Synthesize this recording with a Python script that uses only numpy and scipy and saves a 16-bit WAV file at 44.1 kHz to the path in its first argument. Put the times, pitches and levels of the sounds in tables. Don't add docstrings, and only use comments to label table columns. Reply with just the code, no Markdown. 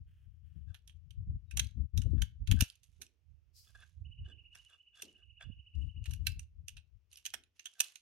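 import sys
import numpy as np
from scipy import signal
from scipy.fft import rfft, irfft
from scipy.io import wavfile
from scipy.ndimage import uniform_filter1d

SR = 44100
rng = np.random.default_rng(int(sys.argv[2]) if len(sys.argv) > 2 else 0)


def pcm_store(signal):
    levels = np.round(np.clip(np.atleast_2d(signal), -1, 1) * 32767)
    wavfile.write(sys.argv[1], SR, levels.astype(np.int16).T)


N = 353241
TIME = np.arange(N) / SR

# frequency in Hz, relative level in dB.
CRACK_SPECTRUM = [(300, -37.5), (750, -21.5), (1200, -23), (1560, -9.5), (2000, -14.5), (2700, -1.5),
                  (3300, -4), (4100, -5.5), (4950, -12.5), (6200, -3.5), (7600, -15.5), (8600, -3.5),
                  (10000, -13.5), (11500, -5), (13000, -15), (14200, -12.5), (15800, -23.5)]
# time in seconds, left minus right in dB.
CUT_PAN = [(3.0, -6.5), (3.8, -1.5), (5.4, -3), (6, -7.5)]
# start in seconds, body level in dB, low knock and splintery treble
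# in dB relative to the body, ring of the cane in Hz.
CANE_CUTS = [(0.744, -57, -6, -5, 3240), (0.875, -63, -18, 3, 3240), (0.894, -62.5, -15.5, -9, 3160),
             (1.106, -61, -26, -6.5, 3120), (1.51, -54, -12, -3.5, 2600), (1.571, -40.5, -10, 6, 2980),
             (1.593, -29.5, -15, -1.5, 3270), (1.974, -45, -19.5, 0.5, 3760), (2.017, -54, -15, -0.5, 2980),
             (2.218, -38, -9, -2.5, 3150), (2.473, -47.5, -19, -5.5, 2560), (2.513, -34.5, -11.5, -4, 3190),
             (2.606, -31, -11, 3.5, 2810), (2.621, -41.5, -9, 1.5, 3250), (2.832, -70.5, -24, 5.5, 3270),
             (3.015, -53, -10.5, 6, 2370), (3.822, -73.5, 7, -9, 2660), (4.55, -62, 1.5, 2.5, 2970),
             (5.02, -47.5, -16, 2.5, 3420), (5.409, -63.5, 8.5, -14, 3420), (6.056, -50, -13, -6, 2740),
             (6.108, -57, -9.5, 3, 2920), (6.134, -53.5, -17, 2.5, 2780), (6.267, -31.5, -19, -4, 2500),
             (6.393, -52.5, -17, 2, 2700), (6.681, -46, -24, 0, 2900), (6.767, -53.5, -14, -9, 2810),
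             (7.127, -61.5, -30, 2.5, 2800), (7.171, -57.5, -40, 1, 2870), (7.253, -44, -23, -1, 2940),
             (7.262, -41, -17.5, 1.5, 3050), (7.338, -41, -2.5, 0, 3110), (7.593, -53.5, -15.5, -3.5, 2820),
             (7.655, -44, -14, -4, 3130), (7.802, -29.5, -15, 5, 2740), (7.955, -53.5, -18.5, 1.5, 2630)]


def cane_snaps(rise_s=0.00067, hold_s=0.0022, tear_t60=0.047, split_t60=0.024, ring_width_hz=330,
               overtone_range_hz=(5330, 6910), splinter_db=-24, splinter_delay_s=0.028, splinters=7):
    lead = SR // 50
    out, t = np.zeros((2, N)), np.arange(-lead, SR // 10) / SR
    onset = slice(lead, lead + SR // 100)
    after = np.maximum(t - rise_s - hold_s, 0)
    strain = undb(-19) * fade(-t, t60=0.028)
    hardest_db = max(row[1] for row in CANE_CUTS)
    half_width = ring_width_hz / 2
    for start, db, knock_db, treble_db, ring_hz in CANE_CUTS:
        gain = undb(db) * sides(np.interp(start, *np.transpose(CUT_PAN)))
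        quieter_db = hardest_db - db
        decay = 0.5 * fade(after, tear_t60 * undb(0.27 * quieter_db)) + fade(after, split_t60)
        tear = np.clip(t / rise_s, 0, 1) * decay
        jerks = sum(np.repeat(rng.uniform(-1, 1, len(t)), k)[:len(t)] for k in (SR // 2000, SR // 500))
        fibres = undb(3 * np.sqrt(3) * jerks)
        spectrum = [(hz, band_db + 2.5 * rng.standard_normal() - 0.4 * quieter_db * (hz > 12300))
                    for hz, band_db in CRACK_SPECTRUM]
        crack = colour(port_noise(len(t), alike=0.39) * (tear + strain) * fibres, spectrum)
        ring = undb(5) * band(crack, ring_hz - half_width, ring_hz + half_width, order=1)
        overtone_hz = rng.uniform(*overtone_range_hz)
        overtone = band(crack, overtone_hz - half_width, overtone_hz + half_width, order=1)
        knock = undb(knock_db) * unit(band(crack, 480, 1900, order=4), onset)
        body = unit(band(crack + ring, 2000, 4600), onset)
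        treble = undb(treble_db) * unit(band(crack + overtone, 4700, 18000), onset)
        add(out, start + t[0], gain * (knock + body + treble))
        for late, size in rng.random((splinters, 2)):
            delay = 0.005 - splinter_delay_s * np.log(1 - late)
            strength = undb(splinter_db + treble_db / 2) * 2 * size ** 2
            add(out, start + delay, gain * strength * twig_tick())
    return out


def twig_tick(low_hz=2485, high_hz=11700, ring_t60=0.016, crack_t60=0.012, modes=10):
    t = np.arange(SR // 60) / SR
    hz = np.exp(rng.uniform(np.log(low_hz), np.log(high_hz), size=(modes, 1)))
    ring = np.sin(2 * np.pi * hz * (t + rng.random((modes, 1)))).sum(axis=0) * fade(t, ring_t60)
    crack = 2 * port_noise(len(t), alike=0.5) * fade(t, crack_t60)
    padded = np.pad(ring + crack, ((0, 0), (32, len(t) - 32)))
    bins_hz = np.fft.rfftfreq(2 * len(t), 1 / SR)
    tick = irfft(rfft(padded) * ((bins_hz > low_hz) & (bins_hz < high_hz)))
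    return unit(tick, slice(SR * 3 // 1000))


# start in seconds, level in dB.
TWIG_FLICKS = [(1.669, -55.5), (2.707, -68), (2.725, -72), (2.754, -64), (3.065, -61), (5.752, -72),
               (6.041, -56.5), (7.115, -61), (7.157, -53), (7.303, -54), (7.794, -48), (7.842, -57.5),
               (7.883, -56)]


def twigs():
    out = np.zeros((2, N))
    for start, db in TWIG_FLICKS:
        add(out, start, undb(db) * twig_tick())
    return out * sides(db=-3.5)


# multiple of the pitch, relative level in dB.
STEEL_MODES = [(1, -0.5), (1.04, -13), (2.801, -15.5)]
# start in seconds, level in dB, pitch in Hz, t60 in seconds.
SHEAR_CLACKS = [(2.608, -42, 2378, 0.14), (6.268, -50.5, 2627, .3)]


def blades():
    out, t = np.zeros((2, N)), np.arange(SR // 3) / SR
    for start, db, hz, t60 in SHEAR_CLACKS:
        ring = sum(undb(mode_db) * np.sin(2 * np.pi * hz * ratio * t) * fade(t, t60 / ratio)
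                   for ratio, mode_db in STEEL_MODES)
        add(out, start, undb(db) * sides(db=-7.5) * ring)
    return out


# centre in Hz, width in Hz, relative level in dB.
CREAK_MODES = [(718, 133, -11.5), (1330, 300, -9.5), (1608, 130, 5), (2670, 330, -13), (3434, 130, -1.5)]
# start and length in seconds, relative level in dB.
CREAKS = [(0.683, 0.061, -78), (2.174, 0.026, -70), (2.573, 0.032, -59.5), (3.67, 0.035, -72),
          (3.748, 0.023, -64), (3.785, 0.054, -68.5), (4.256, 0.06, -70.5), (4.55, 0.041, -67.5),
          (4.699, 0.059, -69.5), (4.948, 0.067, -66.5), (5.149, 0.083, -81.5), (5.405, 0.035, -58),
          (7.771, 0.087, -66.5)]


def rubs(grain_db=9, gain_db=4, grit_db=-22, shift_db=3, waver_s=0.000064):
    slips = port_noise(N, alike=0.93) * undb(grain_db * np.tanh(flicker(rate=400)))
    resonance = sum(undb(db + shift_db * flicker(rate=20))
                    * band(slips, hz - width / 2, hz + width / 2, order=2)
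                    for hz, width, db in CREAK_MODES)
    wavering_time = TIME + waver_s * flicker(rate=45)
    resonance = np.array([np.interp(wavering_time, TIME, port) for port in resonance])
    grit = undb(grit_db) * band(slips, 290, 8500)
    push = np.zeros(N)
    for start, length, db in CREAKS:
        from_middle = (TIME - start - length / 2) / (0.58 * length)
        push += undb(db) * np.exp(-np.minimum(from_middle ** 4, 20))
    return unit(resonance + grit) * push * undb(gain_db) * sides(db=-2.5)


# start and length in seconds, level in dB.
GRASS_RUSTLES = [(2.707, 0.049, -81.5), (2.84, 0.21, -87), (3.649, 0.22, -78), (4.538, 0.17, -77.5),
                 (4.962, 0.09, -70.5), (5.756, 0.11, -91), (6.049, 0.064, -73.5), (7.12, 0.063, -74.5),
                 (7.568, 0.09, -81), (7.666, 0.22, -77), (7.814, 0.097, -69)]


def grass(stir_db=-102, crackle_db=-1, spread_db=6.5, ticks=400):
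    press = bursts(GRASS_RUSTLES, rise_s=0.019, fall_s=0.11)
    friction = port_noise(N, alike=0.5) * undb(3 * flicker(rate=700) + 1.5 * flicker(rate=60))
    stalks = colour(friction, [(200, -28), (700, -10), (1900, -2), (2900, 5.5), (4800, -2),
                               (6200, 3), (8000, -8), (11500, -5.5), (12800, -28)])
    breaks = np.zeros((2, N))
    for when, size in rng.random((ticks, 2)):
        db = crackle_db + spread_db * min(-np.log(1 - size), 2)
        add(breaks, when * N / SR, undb(db) * twig_tick())
    return (unit(stalks) * (press + undb(stir_db)) + breaks * press) * sides(db=-4.5)


def sleeve(level_db=-62):
    spectrum = [(1000, -35), (3600, -11.5), (4800, 5), (6500, -5.5), (15000, -11.5)]
    cloth = unit(colour(port_noise(N, alike=0.25), spectrum))
    return cloth * undb(level_db) * burst(start=3.575, length=0.015, rise_s=0.035, fall_s=0.14)


# start and length in seconds, level in dB.
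WIRE_SCRAPES = [(0.08, 0.15, -84), (0.454, 0.14, -88)]


def scrapes():
    friction = port_noise(N, alike=0.67) * undb(2 * flicker(rate=82))
    rasp = colour(friction, [(900, -20.5), (1600, -1.5), (2100, -7.5), (3100, 1.5), (3900, -18)])
    return unit(rasp) * bursts(WIRE_SCRAPES, rise_s=0.019, fall_s=0.22)


# start in seconds, level in dB.
SOIL_THUDS = [(2.998, -70), (4.278, -66.5), (5.031, -60), (7.337, -70.5)]


def thuds(t60=0.4):
    soil = unit(band(port_noise(N, alike=0.7), 207, 403, order=2))
    return soil * sum(undb(db) * fade(TIME - start, t60) for start, db in SOIL_THUDS)


# time in seconds, relative level in dB.
TRILL_CONTOUR = [(4.06, -57), (4.26, -52.5), (4.6, -54.5), (4.95, -58.5), (5.53, -55)]


def bird_trill(start_s=4.061, gap_s=0.0658, slowing_s=0.000363, notes=30,
               top_hz=2950, sag_hz_per_s=10, droop_hz=400, droop_s=0.014, gain_db=-3):
    out, t = np.zeros(N), np.arange(-SR // 40, SR // 50) / SR
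    swell = np.exp(-np.abs((t + 0.0005) / 0.0115) ** 3)
    for note in range(notes):
        when = start_s + note * gap_s + slowing_s * note * (note + 1) / 2
        db = np.interp(when, *np.transpose(TRILL_CONTOUR)) + rng.standard_normal()
        crest_hz = (top_hz - sag_hz_per_s * (when - start_s)) * (1 + 0.01 * rng.standard_normal())
        hz = crest_hz - droop_hz * (t / droop_s) ** 2
        add(out, when + t[0], undb(db + gain_db) * swell * np.sin(2 * np.pi * np.cumsum(hz) / SR))
    return out * sides(db=-6.5) + scatter(out, t60=0.33, treble_ratio=0.94, wet_db=-6)


# start and length in seconds, pitch in Hz, level in dB.
FAR_NOTES = [(1.465, 0.11, 3800, -81.5)]


def bird_whistle():
    out = np.zeros(N)
    for start, length, hz, db in FAR_NOTES:
        t = np.arange(int(length * SR)) / SR
        add(out, start, undb(db) * np.sin(np.pi * t / length) * np.sin(2 * np.pi * hz * t))
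    return out


# frequency in Hz, relative level in dB.
RUMBLE_SPECTRUM = [(15, -27.5), (25, -14), (50, 5.5), (80, 8.5), (130, -5.5), (200, -21.5), (300, -40),
                   (450, -50), (900, -70), (2000, -100)]
# start and length in seconds, left and right relative levels in dB.
PORT_GUSTS = [(0, 0.0091, -38, -55), (0.278, 0.016, -49, -75), (0.446, 0.015, -49.5, -82),
              (0.567, 0.14, -38.5, -66), (0.962, 0.015, -46, -78), (1.184, 0.041, -32, -43),
              (1.283, 0.08, -36, -42.5), (1.545, 0.12, -33, -56), (1.777, 0.06, -30, -51),
              (1.959, 0.039, -25.5, -62), (2.048, 0.18, -28.5, -62), (2.416, 0.015, -43, -30.5),
              (2.502, 0.1, -26, -49.5), (2.898, 0.15, -74.5, -59), (3.979, 0.12, -55, -45),
              (4.201, 0.059, -45, -43), (5.467, 0.055, -73, -42.5), (5.581, 0.019, -53, -47.5),
              (5.766, 0.13, -33.5, -58), (5.974, 0.049, -35, -48.5), (6.094, 0.28, -37, -54),
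              (6.388, 0.034, -49.5, -39.5), (6.573, 0.069, -46, -62), (6.727, 0.058, -54.5, -63),
              (6.939, 0.024, -47, -81)]
# time in seconds, left and right relative levels in dB.
PORT_BREEZE = [(0, -58.5, -65), (1.08, -57, -75.5), (2.4, -53, -62), (2.75, -77.5, -67.5),
               (3.6, -93, -65.5), (4.33, -76.5, -51), (4.85, -102, -83), (5.2, -88, -67.5),
               (5.7, -71.5, -64.5), (6.3, -59, -55.5), (7.05, -65.5, -86.5), (7.6, -78, -90),
               (7.8, -96.5, -96.5)]


def wind(gain_db=-0.5, breeze_db=0.5, buffet_db=3, lull_db=4, steady=0.71, strong_db=-27, flutter_db=-18):
    gusts = sum(undb([[left], [right]]) * burst(start, length, rise_s=0.027, fall_s=0.036)
                for start, length, left, right in PORT_GUSTS)
    times, *port_levels = np.transpose(PORT_BREEZE)
    breeze = undb([np.interp(TIME, times, db) + breeze_db + lull_db * flicker(rate=8.6)
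                   for db in port_levels])
    force = np.hypot(gusts * undb(buffet_db * flicker(rate=25)), breeze)
    rumble = colour(port_noise(N, alike=0.41), RUMBLE_SPECTRUM)
    power = uniform_filter1d(rumble ** 2, SR // 20)
    rumble = unit(rumble / power ** (steady / 2))
    turbulence = port_noise(N, alike=0) * undb(6 * np.tanh(flicker(rate=40)))
    flutter = undb(flutter_db) * unit(band(turbulence, 125, 260))
    strength = np.minimum(force / undb(strong_db), 1)
    return (rumble + strength * flutter) * force * undb(gain_db)


# time in seconds, peak in dB, pitch in Hz, left minus right in dB.
PORT_EDDIES = [(2.065, -17.5, 80, 33), (2.136, -29.5, 243.5, 45), (2.624, -19, 79.2, 11),
               (2.625, -25.5, 200.6, 10), (5.5, -41.5, 190.1, -21)]


def eddies(puff_db=-38):
    out, t = np.zeros((2, N)), np.arange(-SR // 30, SR // 30) / SR
    for when, db, hz, pan_db in PORT_EDDIES:
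        swirl = np.cos(2 * np.pi * hz * t) * np.exp(-2 * (t * hz) ** 2)
        air = unit(band(rng.standard_normal(len(t)), 240, 600, order=5))
        puff = undb(puff_db) * air * np.hanning(len(t)) ** 2 * hz / 100
        add(out, when + t[0], undb(db) * sides(pan_db) * (swirl + puff))
    return out


# frequency in Hz, relative level in dB.
HUSH_SPECTRUM = [(30, 4.5), (400, 6), (800, -4), (1900, -5.5), (2800, -0.5), (4000, -11.5), (5500, -7.5),
                 (8000, -21.5), (16000, -17)]


def countryside(level_db=-91):
    hush = unit(colour(port_noise(N, alike=0.33), HUSH_SPECTRUM))
    return hush * undb(level_db + 2 * flicker(rate=3.5))


def scatter(x, t60, treble_ratio, wet_db):
    t = np.arange(SR // 2) / SR
    echoes = port_noise(len(t), alike=0.2) * np.repeat(undb(3 * rng.standard_normal(len(t))), 60)[:len(t)]
    body = band(echoes, 250, 5000) * fade(t, t60)
    treble = 0.7 * band(echoes, 5000, 17000) * fade(t, t60 * treble_ratio)
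    tail = (body + treble) * np.clip(t / 0.00025, 0, 1)
    tail *= undb(wet_db) / np.sqrt(np.sum(tail ** 2) / 2)
    return signal.fftconvolve(x[None], tail, axes=-1)[:, :N]


def undb(db):
    return 10 ** (np.asarray(db) / 20)


def unit(x, span=slice(None)):
    return x / np.sqrt(np.mean(x[..., span] ** 2))


def sides(db):
    return unit(undb(np.array([[db], [-db]]) / 2))


def add(out, start, x):
    i = max(int(start * SR), 0)
    n = max(min(x.shape[-1], N - i), 0)
    out[..., i:i + n] += x[..., :n]


def colour(x, points, size=4096):
    hz, db = np.transpose(points)
    bins_hz = np.maximum(np.fft.rfftfreq(size, 1 / SR), 1)
    cepstrum = irfft(np.log(undb(np.interp(np.log(bins_hz), np.log(hz), db))))
    cepstrum[1:size // 2] *= 2
    cepstrum[size // 2 + 1:] = 0
    impulse = irfft(np.exp(rfft(cepstrum)))
    return signal.fftconvolve(x, impulse[None], axes=-1)[:, :x.shape[1]]


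def band(x, low_hz, high_hz, order=3):
    return signal.sosfilt(signal.butter(order, [low_hz, high_hz], "band", fs=SR, output="sos"), x)


def port_noise(n, alike):
    noise = rng.standard_normal((3, n))
    return np.sqrt(alike) * noise[0] + np.sqrt(1 - alike) * noise[1:]


def fade(t, t60):
    return (t >= 0) * np.exp(-np.log(1000) * np.maximum(t, 0) / t60)


def flicker(rate):
    hold = int(SR / rate)
    return unit(uniform_filter1d(np.repeat(rng.standard_normal(N // hold + 1), hold)[:N], hold))


def burst(start, length, rise_s, fall_s):
    t = TIME[::SR // 1000]
    early, late = np.maximum(start - t, 0), np.maximum(t - start - length, 0)
    late = late * np.tanh(late * 150)
    return np.interp(TIME, t, 10 ** -np.minimum((early / rise_s) ** 2 + late / fall_s, 10))


def bursts(rows, rise_s, fall_s):
    return sum(undb(db) * burst(start, length, rise_s, fall_s) for start, length, db in rows)


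def scene():
    work = cane_snaps() + twigs() + blades() + rubs()
    rows = scatter(work.mean(axis=0), t60=0.24, treble_ratio=0.72, wet_db=-14.5) * sides(db=-2.5)
    work = np.array([np.roll(work[0], 2), work[1]])
    movement = grass() + sleeve() + scrapes() + thuds()
    return work + rows + movement + bird_trill() + bird_whistle() + wind() + eddies() + countryside()


def record(dry, top_hz=16200):
    return signal.sosfilt(signal.ellip(8, 0.2, 70, top_hz, fs=SR, output="sos"), dry)


dry = scene()
out = record(dry)
pcm_store(out)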